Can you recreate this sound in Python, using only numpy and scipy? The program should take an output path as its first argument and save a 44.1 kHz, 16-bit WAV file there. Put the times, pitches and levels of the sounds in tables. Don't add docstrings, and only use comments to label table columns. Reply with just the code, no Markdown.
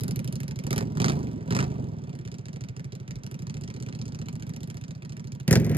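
import sys
import numpy as np
from scipy import signal
from scipy.fft import rfft, irfft
from scipy.io import wavfile

SR = 44100
rng = np.random.default_rng(int(sys.argv[2]) if len(sys.argv) > 2 else 0)


def put_to_file(sound):
    columns = np.atleast_2d(sound).T
    safe = np.clip(columns, -1, 1)
    whole_steps = np.round(safe * 32767)
    wavfile.write(sys.argv[1], SR, whole_steps.astype(np.int16))


def how_loud(loudness_db):
    steps = np.asarray(loudness_db, float) / 20
    return 10 ** steps


N = 254456
TIME = np.arange(N) / SR
HZ = np.arange(N // 2 + 1) * SR / N + 1e-3
CLOSER_S = 5.478


def shape(x, table):
    hz, db = np.transpose(table)
    gain_db = np.interp(np.log(HZ), np.log(hz), db)
    return irfft(rfft(x) * how_loud(gain_db), N)


def noise(table):
    x = shape(rng.standard_normal(N), table)
    return x / x.std()


def add(out, start_s, grain):
    i = int(start_s * SR)
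    out[i:i + len(grain)] += grain[:N - i]


def hold(t, start_s, length_s, rise_s, fall_s):
    rise = np.clip((t - start_s) / rise_s, 0, 1)
    fall = np.clip((start_s + length_s - t) / fall_s, 0, 1)
    return rise * fall


def engine():
    s, rear, rate, size = firings()
    pipe_db, crack_db, bark_db, hiss_db, rear_db = load(s, rate)
    chance = rng.standard_normal((len(s), 8, 2))
    crack_db += rear_db * (rear - .5) + 1.2 * chance[:, 6, 0]
    hiss_db += 2.5 * chance[:, 6, 1]
    lean_db = 3 * rng.standard_normal((len(s), len(CRACK_PART_EDGES) + 1))
    lean_db[:, 0] += 1.16 * (bark_db + 7.5)

    pipe, hiss, bark, *parts = np.zeros((3 + lean_db.shape[1], N))
    sharp = puff(rise_s=.003, fall_s=.001, echo_s=.0082, echo_db=-10.5, tail_s=.0066, tail_db=-31)
    top = puff(rise_s=.003, fall_s=.0009, echo_s=.0078, echo_db=-22, tail_s=.005, tail_db=-40)
    soft = puff(rise_s=.0069, fall_s=.0025, echo_s=.0079, echo_db=-2.5, tail_s=.013, tail_db=-22.5)
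    for k in range(len(s)):
        pipe_gain = size[k] ** .5 * how_loud(pipe_db[k] + 6)
        add(pipe, s[k], pipe_gain * ring(rear[k], rate[k], bark_db[k], chance[k]))
        early_s = max(s[k] - .001, 0)
        for part, db in zip(parts, lean_db[k]):
            add(part, early_s, size[k] * how_loud(crack_db[k] + db + 36.5) * sharp)
        add(hiss, early_s, size[k] * how_loud(crack_db[k] + hiss_db[k] + 36.5) * top)
        bark_gain = how_loud(pipe_db[k] + bark_db[k] + 17.5 + 2 * chance[k, 7, 0])
        add(bark, early_s, size[k] * bark_gain * soft)

    rate_now = speed()
    running_db = load(TIME, rate_now)[0]
    rumble = how_loud(running_db - 12.5) * noise(TRAFFIC_COLOUR)
    rustle_db = running_db - 38.5 + 0.41 * (rate_now - 13)
    heard = pipe + rumble + gas(parts, hiss, bark, rustle_db)
    return heard, gas(parts, hiss, bark, rustle_db)


# start_s [s], level_db [dB of gas noise; the pipe ring drops half as many dB]
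MISFIRES = [(2.21, -11), (2.41, -15), (2.715, -33), (2.873, -26), (3.03, -21), (3.186, -15), (4.98, -13),
            (5.43, -11.5)]


def firings():
    start_cycle, closer_cycle, rear_cycle = -.117, .37, .384
    rate, s, rear = speed(), [], []
    for start, heard in ((start_cycle, TIME < CLOSER_S), (closer_cycle, TIME >= CLOSER_S)):
        cycle = start + np.cumsum(rate[heard]) / SR
        whole = np.arange(int(cycle[-1]) + 1)
        fire = np.ravel([whole, whole + rear_cycle], order="F")
        keep = (fire > cycle[0]) & (fire < cycle[-1])
        s.extend(np.interp(fire[keep], cycle, TIME[heard]))
        rear.extend((np.arange(len(fire)) % 2)[keep])
    s, size = np.array(s), np.ones(len(s))
    for start_s, level_db in MISFIRES:
        size[np.argmin(abs(s - start_s))] = how_loud(level_db)
    return s, np.array(rear), np.interp(s, TIME, rate), size


# start_s [s], rate [four-stroke cycles/s]
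IDLE_SPEED = [(0, 14.441), (.196, 11.518), (.367, 13.073), (.584, 12.59), (1.473, 14.215), (1.731, 17.765),
              (2.553, 12.349), (2.998, 12.688), (3.425, 12.758), (3.766, 16.473), (4.246, 14.357),
              (4.861, 14.524), (5.163, 13.536), (5.404, 12.247)]
# start_s [s], length_s [s], push [cycles/s gained per s]
BLIPS = [(.636, .186, 78.846), (.938, .218, 86.526), (1.448, .184, 67.806)]
# start_s [s], rate [cycles/s]
CLOSER_SPEED = [(5.478, 18.5), (5.51, 20.9), (5.55, 23.3), (5.65, 20.6), (5.77, 18.27)]


def speed():
    grip_s, flywheel_s = .03, .3
    push = sum(gain * hold(TIME, s, length_s, grip_s, grip_s) for s, length_s, gain in BLIPS)
    spin = signal.lfilter([1 / SR], [1, -np.exp(-1 / SR / flywheel_s)], push)
    far = np.interp(TIME, *np.transpose(IDLE_SPEED)) + spin
    closer = np.interp(TIME, *np.transpose(CLOSER_SPEED))
    return np.where(TIME < CLOSER_S, far, closer)


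# [dB, unless the rev gain is higher]
ROARS = [(0.634, 0.21, 2), (0.933, 0.21, 9), (1.454, 0.21, 9.5), (5.444, 0.14, 6)]
# [dB, crack of rear over front cylinder]
BEARING = ([(0, -27.5, 4.5, 4.5), (.3, -30, -1, -0.5), (.55, -33, -6.5, 0), (.75, -28, -1.5, 6.5),
           (.9, -33, -13, 1.5), (1.1, -33, -10.5, -4), (2, -34.5, -21.5, 4.5), (2.4, -35.5, -20, -1),
           (3.3, -35, -10, 1.5), (3.9, -33, -20, 1.5), (4.7, -35, -7, 7), (4.9, -38, -17, 1),
           (5.15, -36, -17.5, -1.5), (5.47, -38, -5, -5.5)], [(5.479, -25.5, -10, 5),
           (5.56, -21, -7.5, -6.5), (5.61, -26, -1, -9.5), (5.77, -20, -2, -1.5)])


def load(t, rate):
    roar_rise_s, roar_fall_s = .056, .042
    rev_from, rev_db = 18.86, .7963
    overrun_from, overrun_span = 16, 4
    at_s, *columns = np.concatenate(BEARING).T
    place_db, hiss_db, rear_db = (np.interp(t, at_s, c) for c in columns)
    roars = [(hold(t, s, length_s, roar_rise_s, roar_fall_s), db) for s, length_s, db in ROARS]
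    full = sum(swell for swell, db in roars)
    overrun = np.clip((rate - overrun_from) / overrun_span, 0, 1)
    roar_db = sum(swell * db for swell, db in roars)
    pipe_db = place_db + np.maximum(roar_db, rev_db * np.maximum(rate - rev_from, 0))

    def by_load(idle_db, overrun_db, full_db):
        return (1 - full) * (idle_db + overrun * (overrun_db - idle_db)) + full * full_db

    crack_db = pipe_db + by_load(idle_db=-14, overrun_db=-28.5, full_db=-10)
    bark_db = by_load(idle_db=-16, overrun_db=-14.5, full_db=-8)
    return pipe_db, crack_db, bark_db, hiss_db, rear_db


# pitch_hz [Hz], glide_hz_per_s [Hz/s at 13 cycles/s], crest_s [s],
# extra_turns [turns, decaying from 4 ms], open_cycles [engine cycles the valve stays open]
MAIN_RING = [(119.8, 850, 0.01767, 0.5, 0.37), (156.2, 4240, 0.01734, 0.65, 0.28)]
# pitch_hz [Hz], glide_hz_per_s [Hz/s at 13 cycles/s], decay_s [s],
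# level_db [dB; above 250 Hz the bark level is added]
FRONT_MODES = [(78.4, -4, 0.018, -14), (133.9, -1, 0.044, -13.5), (280.2, 8997, 0.023, 3.5),
               (557, 5997, 0.014, -8.5), (718, 1, .012, -14.5)]
REAR_MODES = [(84.8, -7, 0.017, -12), (184.55, 1995, .025, -5.5), (429.5, 9000, 0.025, -1.5),
              (303, 2997, 0.0087, 5), (930, 0, 0.014, -8)]


def ring(rear, rate, bark_db, chance):
    ring_start_s, blowdown_s = .0025, .003
    detune, scatter_db, mode_scatter_db = .02, 1.3, 2.5
    t = np.arange(int(.08 * SR)) / SR
    u = np.maximum(t - ring_start_s, 0)
    hz, glide, crest_s, extra, cycles = MAIN_RING[rear]
    blowdown = extra * np.exp(-(t - .004) / blowdown_s)
    warming = rate / 13
    turns = hz * (1 + detune * chance[0, 0]) * (t - crest_s)
    turns = turns + glide * warming * (t - crest_s) ** 2 / 2 - blowdown
    rise_s = .001 * how_loud(-1.5 * (bark_db + 7))
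    flow = np.exp(-(u * rate / cycles) ** 3)
    out = how_loud(scatter_db * chance[0, 1]) * (1 - np.exp(-u / rise_s)) * flow * np.cos(2 * np.pi * turns)
    for (hz, glide, decay_s, db), (a, b) in zip((FRONT_MODES, REAR_MODES)[rear], chance[1:]):
        upper = hz > 250
        db = db + mode_scatter_db * b + (bark_db if upper else 0)
        turns = hz * (1 + 2.5 * detune * a) * u + glide * warming * u ** 2 / 2
        envelope = (1 - np.exp(-u / .004)) * np.exp(-u / decay_s) * (flow if upper else 1)
        out = out + how_loud(db) * envelope * np.sin(2 * np.pi * turns)
    return out


def puff(rise_s, fall_s, echo_s, echo_db, tail_s, tail_db):
    t = np.arange(int(.08 * SR)) / SR
    swell = lambda u: (1 - np.exp(-np.maximum(u, 0) / rise_s)) ** 2
    burst = lambda u: swell(u) * np.exp(-np.maximum(u, 0) / fall_s)
    outflow = how_loud(tail_db) * swell(t) * np.exp(-t / tail_s)
    return burst(t) + how_loud(echo_db) * burst(t - echo_s) + outflow


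# pitch_hz [Hz], level_db [relative dB]
HISS_COLOUR = [(7000, -20), (9000, 19.5), (11000, 18), (13000, 14.5), (15000, -13), (16500, 11.5)]
# pitch_hz [Hz], level_db [relative dB]
BARK_COLOUR = [(200, -14), (350, -8), (500, 1), (700, 7.5), (1000, 0.5), (1400, -10.5), (2000, -25),
               (3000, -33)]


def gas(parts, hiss, bark, rustle_db):
    jet = crack(parts) + hiss * noise(HISS_COLOUR) + bark * noise(BARK_COLOUR)
    return jet + how_loud(rustle_db) * noise(CRACK_COLOUR)


# pitch_hz [Hz], level_db [relative dB]
CRACK_COLOUR = [(400, -34), (900, 7.5), (1600, 7.5), (2400, 1), (3500, -4.5), (4600, -1.5), (5600, -0.5),
                (7000, -3.5), (8500, -14.5), (10000, -7), (13000, -84)]
CRACK_PART_EDGES = [1800, 2700, 3800, 5200, 7000, 9500]


def crack(parts):
    jet = rfft(noise(CRACK_COLOUR))
    below = [0] + [1 / (1 + (HZ / edge_hz) ** 8) for edge_hz in CRACK_PART_EDGES] + [1]
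    return sum(part * irfft(jet * (hi - lo), N) for part, lo, hi in zip(parts, below, below[1:]))


# pitch_hz [Hz], level_db [dB]
CLOSER_COLOUR = [(100, 2), (300, 0.5), (520, 4), (720, -4), (1050, -8), (1500, -0.5), (2100, 8),
                 (2900, 2.5), (6000, 2.5), (12000, 6)]


def closer_colour(x):
    return np.where(TIME < CLOSER_S, x, shape(x, CLOSER_COLOUR))


# pitch_hz [Hz], lag [samples, left after right], level_db [dB, left minus right]
PORTS = [
    [(100, 26.7, -1.5), (630, 21.54, -3.5), (1290, 12.33, -3.5), (4500, 11.58, -3), (9300, 11.49, -4.5),
     (15300, 11.38, 6.5)],
    [(100, -32, -2), (300, -13, -1), (1030, -5, 1), (4900, -3.5, -1), (8060, -2, 7), (14600, -3.5, 1.5)],
]


def microphones(x):
    places = []
    for table in PORTS:
        hz, lag, db = np.transpose(table)
        lag, db = (np.interp(np.log(HZ), np.log(hz), c) for c in (lag, db))
        half = how_loud(db / 2) * np.exp(-1j * np.pi * HZ * lag / SR)
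        places.append(irfft(rfft(x) * np.array([half, 1 / half]), N))
    return np.where(TIME < CLOSER_S, *places)


# start_s [s], level_db [dB, before 4/3 envelope crest], pitch_hz [Hz]
THUDS = [(3.13, -40, 45.7), (3.52, -52, 51.3), (4.06, -58, 45)]


def thuds():
    out, t = np.zeros(N), np.arange(int(.2 * SR)) / SR
    envelope = t / .015 * np.exp(1 - t / .02)
    for start_s, level_db, pitch_hz in THUDS:
        add(out, start_s, how_loud(level_db) * envelope * np.sin(2 * np.pi * pitch_hz * t))
    return out


def yard(x):
    t60_s, wet_db, pan_db = .14, -17, -2.2
    t = np.arange(int(.5 * SR)) / SR
    tail = rng.standard_normal((2, len(t))) * np.exp(-np.log(1000) * t / t60_s) * (t > .003)
    tail = signal.lfilter(*signal.butter(1, 7000, fs=SR), tail)
    tail = signal.lfilter(*signal.butter(1, 260, "high", fs=SR), tail)
    tail /= np.sqrt(np.sum(tail ** 2, axis=1, keepdims=True))
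    side_db = wet_db + np.array([[pan_db], [-pan_db]]) / 2
    return how_loud(side_db) * signal.fftconvolve(x[None], tail, axes=1)[:, :N]


# pitch_hz [Hz], level_db [relative dB]
TRAFFIC_COLOUR = [(20, -27), (40, -5), (80, 7.5), (140, 16), (300, 2), (700, -8.5), (2000, -16),
                  (6000, -36), (12000, -163)]


def traffic():
    return how_loud(-56) * np.array([noise(TRAFFIC_COLOUR), noise(TRAFFIC_COLOUR)])


def scene():
    bike, spread = (closer_colour(x) for x in engine())
    wide = how_loud(-12) * spread * np.array([[.8], [-1]])
    return microphones(bike) + wide + yard(bike) + traffic() + thuds()


def band_limit(x):
    return signal.sosfilt(signal.butter(12, 16440, fs=SR, output="sos"), x)


def record(dry):
    cut = signal.sosfilt(signal.butter(3, 52, "high", fs=SR, output="sos"), dry)
    cut = signal.sosfilt(signal.butter(8, 15200, fs=SR, output="sos"), cut)
    rounded = np.tanh(1.6 * cut) / 1.6
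    return band_limit(rounded)


dry = scene()
out = record(dry)
put_to_file(out)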